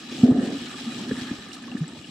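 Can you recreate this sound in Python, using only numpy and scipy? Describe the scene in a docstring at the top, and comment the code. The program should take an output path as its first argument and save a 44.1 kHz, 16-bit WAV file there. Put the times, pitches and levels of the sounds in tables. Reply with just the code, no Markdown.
"""Air pockets gulp and boom around a watertight housing just under the surface of an indoor pool as swimmers kick past.
Gulps and thuds are swelling, decaying sines near the housing's low resonance; a close kick leaves a muffled
wake of filtered clicks, over steadily gurgling water. Clouds of tiny bubbles fizz as clicks in coloured bands
and resonances of the housing's wall; tinkles are ringing clicks, and a few single bubbles ping as decaying sines."""
import sys
import numpy as np
from scipy import signal
from scipy.io import wavfile

SR = 44100
rng = np.random.default_rng(int(sys.argv[2]) if len(sys.argv) > 2 else 0)


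def store_pcm(level_fs):
    """Save levels as 16-bit WAV."""
    pcm = np.round(np.clip(level_fs, -1, 1) * 32767).astype(np.int16)
    wavfile.write(sys.argv[1], SR, np.atleast_2d(pcm).T)


N = 92610
T = np.arange(N) / SR

# Level of the cloud's fine bubbles. Each row: time in seconds, level in dB.
FINE_LEVEL = [(0, -40), (.06, -43.5), (.12, -38.5), (.18, -38.5), (.24, -38), (.29, -44), (.35, -45),
              (.44, -40.5), (.58, -39.5), (.70, -40), (.93, -38), (1.05, -40.5), (1.2, -38), (1.35, -42),
              (1.47, -43.5), (1.55, -44), (1.68, -47.5), (1.85, -46), (1.98, -45), (2.1, -46.5)]
# Place of the cloud by pitch. Each row: frequency in Hz, left-right difference in dB.
CLOUD_PAN = [(500, 1), (1200, -6.5), (1700, -15), (2400, 6.5), (3300, 2), (5000, 2), (7000, -4),
             (9500, 11.5), (14000, -3)]
POPS_PER_S, POP_SPREAD_DB, FIZZ_FLICKER_DB = 1100, 3.5, 2
GURGLES_PER_S, GURGLE_SPREAD_DB, GURGLE_FLICKER_DB = 320, 2.5, 0.5


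def from_db(db):
    """Decibels to gain."""
    return 10 ** (np.asarray(db) / 20)


def rms_one(x):
    """Scale to unit power."""
    return x / np.sqrt(np.mean(x ** 2) + 1e-20)


def in_time(rows):
    """A curve at every sample."""
    return np.interp(T, *np.transpose(rows))


def at_hz(points, hz):
    """A spectrum read on a log-frequency axis."""
    point_hz, values = np.transpose(points)
    return np.interp(np.log(hz), np.log(point_hz), values)


def panned(left_right_db):
    """Left and right gains of constant power."""
    return rms_one(from_db([[left_right_db / 2], [-left_right_db / 2]]))


def drift(rate_hz):
    """Slow low-passed noise of unit power, computed at every 40th sample."""
    step = 40
    pole = np.exp(-2 * np.pi * rate_hz * step / SR)
    noise = rng.standard_normal(N // step + 2002)
    slow = signal.lfilter([1], [1, -2 * pole, pole ** 2], noise)[2000:]  # drop the settling
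    return np.interp(np.arange(N) / step, np.arange(len(slow)), rms_one(slow))


def pops(rate_per_s, spread_db):
    """Two unrelated trains of bubble clicks of uneven size over the smooth hiss of far ones."""
    far_hiss_db = -1  # relative to the near clicks
    sizes_db = spread_db * np.minimum(rng.exponential(1, (2, N)), 5)
    clicks = from_db(sizes_db) * rng.choice([-1, 1], (2, N))
    near = rms_one(clicks * (rng.random((2, N)) < rate_per_s / SR))
    far = from_db(far_hiss_db) * rng.standard_normal((2, N))
    return rms_one(near + far)


def stereo(pair, hz):
    """Mix two unrelated signals to left and right: alike in the bass, apart in the treble."""
    # Each row: frequency in Hz, left-right correlation.
    likeness = [(100, .98), (250, 0.96), (600, 0.81), (1300, 0.84), (2500, 0.26), (5000, 0.38),
                (8000, -0.14), (14000, -0.29)]
    alike = np.clip(at_hz(likeness, hz), -1, 1)
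    return np.sqrt(1 + alike) * pair[0] + np.sqrt(1 - alike) * pair[1] * [[1], [-1]]


def bands(colour, rate_per_s, spread_db, flicker_db):
    """Bubble clicks in third-octave bands, each flickering; yields (Hz, stereo band)."""
    trains = [pops(rate_per_s, spread_db), pops(rate_per_s, spread_db)]
    together = drift(7.9)
    for k, hz in enumerate(31.25 * 2 ** (np.arange(28) / 3)):
        if not colour[0][0] * 0.9 < hz < colour[-1][0] * 1.25:
            continue
        flicker = from_db(flicker_db * (drift(47) + together) / np.sqrt(2))
        sos = signal.butter(2, [hz / 1.12, hz * 1.12], "band", fs=SR, output="sos")
        band = signal.sosfilt(sos, trains[k % 2])  # neighbours use different trains
        yield hz, from_db(at_hz(colour, hz)) * flicker * stereo(band, hz)


def bubbling(colour, rate_per_s, spread_db, flicker_db):
    """All bands of bubble clicks summed to unit power."""
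    return rms_one(sum(x for hz, x in bands(colour, rate_per_s, spread_db, flicker_db)))


def resonate(x, hz, width_hz):
    """Two-pole resonance with a peak gain near 1."""
    r = np.exp(-np.pi * width_hz / SR)
    numerator = np.array([1, 0, -1]) * (1 - r * r) / 2
    return signal.lfilter(numerator, [1, -2 * r * np.cos(2 * np.pi * hz / SR), r * r], x)


def boom():
    """Gurgle clicks ringing the housing's low resonance, at unit power."""
    boom_hz, width_hz = 245.3, 21.7
    clicks = pops(GURGLES_PER_S, GURGLE_SPREAD_DB)[0]
    return rms_one(resonate(resonate(clicks, boom_hz, width_hz), boom_hz, boom_hz))


def churn():
    """Stirred water gurgles all the time and keeps the housing booming."""
    # Each row: time in seconds, level in dB.
    level = [(0, -42), (.06, -45.5), (.12, -35.5), (.22, -33), (.6, -38.5), (.72, -39.5), (.85, -38.5),
             (.97, -35), (1.08, -35), (1.25, -38), (1.35, -38), (1.43, -42.5), (1.6, -43), (1.7, -39),
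             (1.88, -40.5), (1.98, -41), (2.1, -43.5)]
    # Each row: frequency in Hz, relative level in dB per Hz.
    colour = [(30, -18), (55, -22.5), (90, -12), (130, -2.5), (190, -2), (250, 5), (320, 0.5), (480, -12.5),
              (600, -11.5), (900, -30.5)]
    boom_db = -0.5  # relative to the water
    water = bubbling(colour, GURGLES_PER_S, GURGLE_SPREAD_DB, GURGLE_FLICKER_DB)
    return from_db(in_time(level)) * rms_one(water + from_db(boom_db) * boom())


def fizz():
    """The bubble cloud crackles through the housing's wall and rings its resonances."""
    # Level of the coarser bubbles. Each row: time in seconds, level in dB.
    coarse_level = [(0, -41), (.06, -49.5), (.1, -40), (.18, -47.5), (.24, -39.5), (.32, -41.5),
                    (.45, -38.5), (.55, -42), (.7, -42.5), (.9, -43), (1.05, -42.5), (1.22, -37.5),
                    (1.38, -42), (1.5, -44.5), (1.65, -46.5), (1.85, -46.5), (2.1, -55)]
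    # Each row: frequency in Hz, relative level in dB per Hz.
    colour = [(500, -45), (750, 6.5), (1000, -12), (1500, 3.5), (2100, -5), (2800, 5.5), (4000, 0.5),
              (4600, -0.5), (6500, -6.5), (8200, -17), (9500, -19), (13500, -24)]
    # Wall resonances. Each row: frequency in Hz, width in Hz, relative gain in dB, left-right difference in dB.
    wall = [(1236, 91, 10.5, -3), (1730, 130, 9.5, -3), (2477, 62, 6, -7), (2895, 120, 4, 4),
            (3335, 57, 7, 2), (3890, 117, 7, 3), (5190, 110, 0, -10), (7695, 550, -2.5, 7.5)]
    coarse_below_hz = 1900
    parts = []
    for hz, band in bands(colour, POPS_PER_S, POP_SPREAD_DB, FIZZ_FLICKER_DB):
        parts.append((hz, panned(at_hz(CLOUD_PAN, hz)) * band))
    clicks = pops(POPS_PER_S, POP_SPREAD_DB)
    for hz, width_hz, db, pan_db in wall:
        ring = resonate(resonate(clicks, hz, width_hz), hz, hz / 2)
        gain = from_db(db + FIZZ_FLICKER_DB * drift(10))
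        parts.append((hz, gain * panned(pan_db) * stereo(ring, hz)))
    fine, coarse = from_db(in_time(FINE_LEVEL)), from_db(in_time(coarse_level))
    levelled = sum(x * (coarse if hz < coarse_below_hz else fine) for hz, x in parts)
    return levelled / np.std(sum(x for hz, x in parts))  # unit power before the level curves


def tinkles():
    """Small bubbles pinch off at random, ringing at one of 36 pitches, each with its own place."""
    # Each row: frequency in Hz, relative level in dB.
    colour = [(700, -0.5), (1700, 0), (3000, -4), (5500, -6.5), (9000, -8.5)]
    pitches, tinkles_per_s, spread_db, ring_cycles = 36, 260, 3, 16.5  # ring_cycles: pitch over width
    mean_db, follows_fizz = -53.5, 0.86  # share of the fizz's level swings, in dB
    out = 0
    for hz in np.geomspace(700, 9000, num=pitches):
        sizes = from_db(spread_db * np.minimum(rng.exponential(1, N), 3))
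        born = rng.random(N) < tinkles_per_s / pitches / SR
        clicks = sizes * born + 1e-18
        width_hz = hz / ring_cycles
        ring = resonate(resonate(clicks, hz, width_hz), hz, 2 * width_hz) / np.sqrt(hz)
        place = panned(at_hz(CLOUD_PAN, hz) + 2 * rng.standard_normal())
        out = out + place * from_db(at_hz(colour, hz)) * ring
    level_db = in_time(FINE_LEVEL)
    return from_db(mean_db + follows_fizz * (level_db - level_db.mean())) * rms_one(out)


def rumble():
    """Faint deep rumble: noise through a broad low resonance."""
    level_db, hz, width_hz = -68, 35, 40
    return from_db(level_db) * rms_one(resonate(rng.standard_normal((2, N)), hz, width_hz))


def wake():
    """A kick drags air past the housing: a muffled gurgle that starts at once, fades and stops."""
    # Each row: frequency in Hz, relative level in dB per Hz.
    colour = [(40, -35), (100, -13), (170, -7.5), (250, 7), (330, -5), (450, -1.5), (570, -17),
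              (720, -21.5), (900, -29)]
    start_s, end_s, attack_s, release_s = 0.228, 0.532, 0.011, 0.033
    start_db, fade_db_per_s, edge_hz = -22.5, 23.5, 790
    ring_hz, ring_width_hz, ring_db, boom_db = 709, 57, -15.5, -5  # dB relative to the gurgle
    water = bubbling(colour, GURGLES_PER_S, GURGLE_SPREAD_DB, GURGLE_FLICKER_DB)
    ring = rms_one(resonate(rng.standard_normal(N), ring_hz, ring_width_hz))
    water = water + from_db(ring_db) * ring + from_db(boom_db) * boom()
    muffled = signal.sosfilt(signal.butter(12, edge_hz, fs=SR, output="sos"), water)
    attack = np.clip((T - start_s) / attack_s, 0, 1)
    release = np.exp(-np.maximum(T - end_s, 0) / release_s)
    return attack * release * from_db(start_db - fade_db_per_s * (T - start_s)) * muffled


def air_body(start_s, peak_db, hz, swell_s):
    """A body of air that swells into ringing and dies, its pitch rising slightly."""
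    steepness, rise_per_s = 2.07, 0.18  # rise: share of the pitch
    age = np.maximum(T - start_s, 0)
    envelope = (age / swell_s * np.exp(1 - age / swell_s)) ** steepness
    return from_db(peak_db) * envelope * np.sin(2 * np.pi * hz * age * (1 + rise_per_s * age / 2))


def gulps():
    """Large air pockets and dull shoves of water against the housing, the same in both channels."""
    # Air pockets. Each row: start in seconds, peak in dB, pitch in Hz, swell time in seconds.
    pockets = [(.230, -3, 237.8, 0.011), (0.282, -7, 247, .014), (.342, -19, 250, 0.011),
               (0.375, -12, 238.2, 0.012), (0.426, -15.5, 242, 0.0062), (0.471, -20.5, 245.4, 0.0094),
               (0.531, -30, 270, 0.02), (.618, -29, 233, 0.0021), (0.862, -23.5, 233, 0.015),
               (1.004, -28, 223, 0.0113), (1.063, -30, 240.3, 0.023), (1.110, -20.5, 420, 0.0038),
               (1.115, -16, 247, 0.006), (1.171, -27.5, 258, .008), (1.216, -27.5, 255, 0.0053),
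               (1.31, -19, 246, 0.0059), (1.749, -18, 238, 0.0046), (1.805, -18.5, 158.4, 0.014),
               (2.087, -30.5, 220, 0.0045)]
    # Shoves of water. Each row: start in seconds, peak in dB, pitch in Hz.
    thuds = [(0.232, -12.5, 150), (0.313, -27.5, 130), (1.179, -37, 145), (1.214, -33, 137),
             (1.31, -32, 132), (1.99, -37.5, 135)]
    thud_swell_s = 0.0056
    return sum(air_body(*row) for row in pockets) + sum(air_body(*row, thud_swell_s) for row in thuds)


def bursts(rows, colour):
    """Short bell-shaped swells of bubbling of one colour."""
    water = bubbling(colour, POPS_PER_S, POP_SPREAD_DB, FIZZ_FLICKER_DB)
    return water * sum(from_db(db) * np.exp(-((T - peak_s) / spread_s) ** 2 / 2)
                       for peak_s, db, spread_s in rows)


def slaps():
    """Water slaps with the sharper gulps: brief low-coloured bursts of clicks."""
    # Each row: peak time in seconds, level in dB, spread in seconds.
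    rows = [(.318, -25, 0.0081), (1.122, -35.5, .009), (1.315, -39, 0.0053), (1.389, -40, 0.0045),
            (1.753, -35, 0.0023)]
    # Each row: frequency in Hz, relative level in dB per Hz.
    colour = [(50, -4), (120, 2), (250, -2), (480, -7), (650, -24), (900, -22)]
    return bursts(rows, colour)


def sprays():
    """Fine bubbles brush the housing: brief bright bursts of clicks."""
    # Each row: peak time in seconds, level in dB, spread in seconds.
    rows = [(.45, -50, 0.032), (1.19, -51, .05), (1.543, -43, 0.011), (1.785, -49, 0.0086)]
    # Each row: frequency in Hz, relative level in dB per Hz.
    colour = [(2500, -13), (3500, 9), (5500, -4), (8500, 4), (11000, -19), (13500, -13)]
    return bursts(rows, colour)


def pings():
    """Small bubbles pinch off right beside the housing and ring out, rising in pitch."""
    # Each row: start in seconds, peak in dB, pitch in Hz, left-right difference in dB.
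    rows = [(1.112, -28, 1697, -3), (1.516, -35, 2810, -8), (1.531, -33.5, 5520, -11),
            (1.566, -38.5, 1220, -1), (1.637, -38.5, 1700, -1), (1.6809, -37.5, 1090, -5),
            (1.716, -32.5, 2730, 10), (1.72, -40, 760, 4), (1.769, -33, 1714, -5), (1.841, -37.5, 1730, -4),
            (1.8788, -35, 7700, 8), (1.9225, -43, 1730, -6), (1.957, -42.5, 583, -2),
            (2.0437, -35, 2830, 8)]
    swell_s, ring_at_2khz_s, size_law, rise_per_s = 0.00077, 0.0041, 0.5, 2.1  # rise: share of the pitch
    out = 0
    for start_s, db, hz, pan_db in rows:
        age = np.maximum(T - start_s, 0)
        ring_s = ring_at_2khz_s * (2000 / hz) ** size_law  # bigger bubbles ring longer
        envelope = (1 - np.exp(-(age / swell_s) ** 2)) * np.exp(-age / ring_s)
        envelope = envelope / envelope.max()
        tone = np.sin(2 * np.pi * hz * age * (1 + rise_per_s * age / 2))
        out = out + panned(pan_db) * from_db(db) * envelope * tone
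    return out


def scene():
    """Everything that reaches the housing; the deepest bass of the lower sounds is cut away."""
    low_cut_hz = 51
    low = churn() + wake() + gulps() + slaps()
    low = signal.sosfilt(signal.butter(2, low_cut_hz, "high", fs=SR, output="sos"), low)
    return low + fizz() + tinkles() + rumble() + sprays() + pings()


def record(dry):
    """Peaks beyond full scale clip, then a steep low-pass cuts the top."""
    stop_hz, stop_db = 14850, 70
    low_pass = signal.cheby2(16, stop_db, stop_hz, fs=SR, output="sos")
    return signal.sosfilt(low_pass, np.clip(dry, -1, 1))


dry = scene()
out = record(dry)
store_pcm(out)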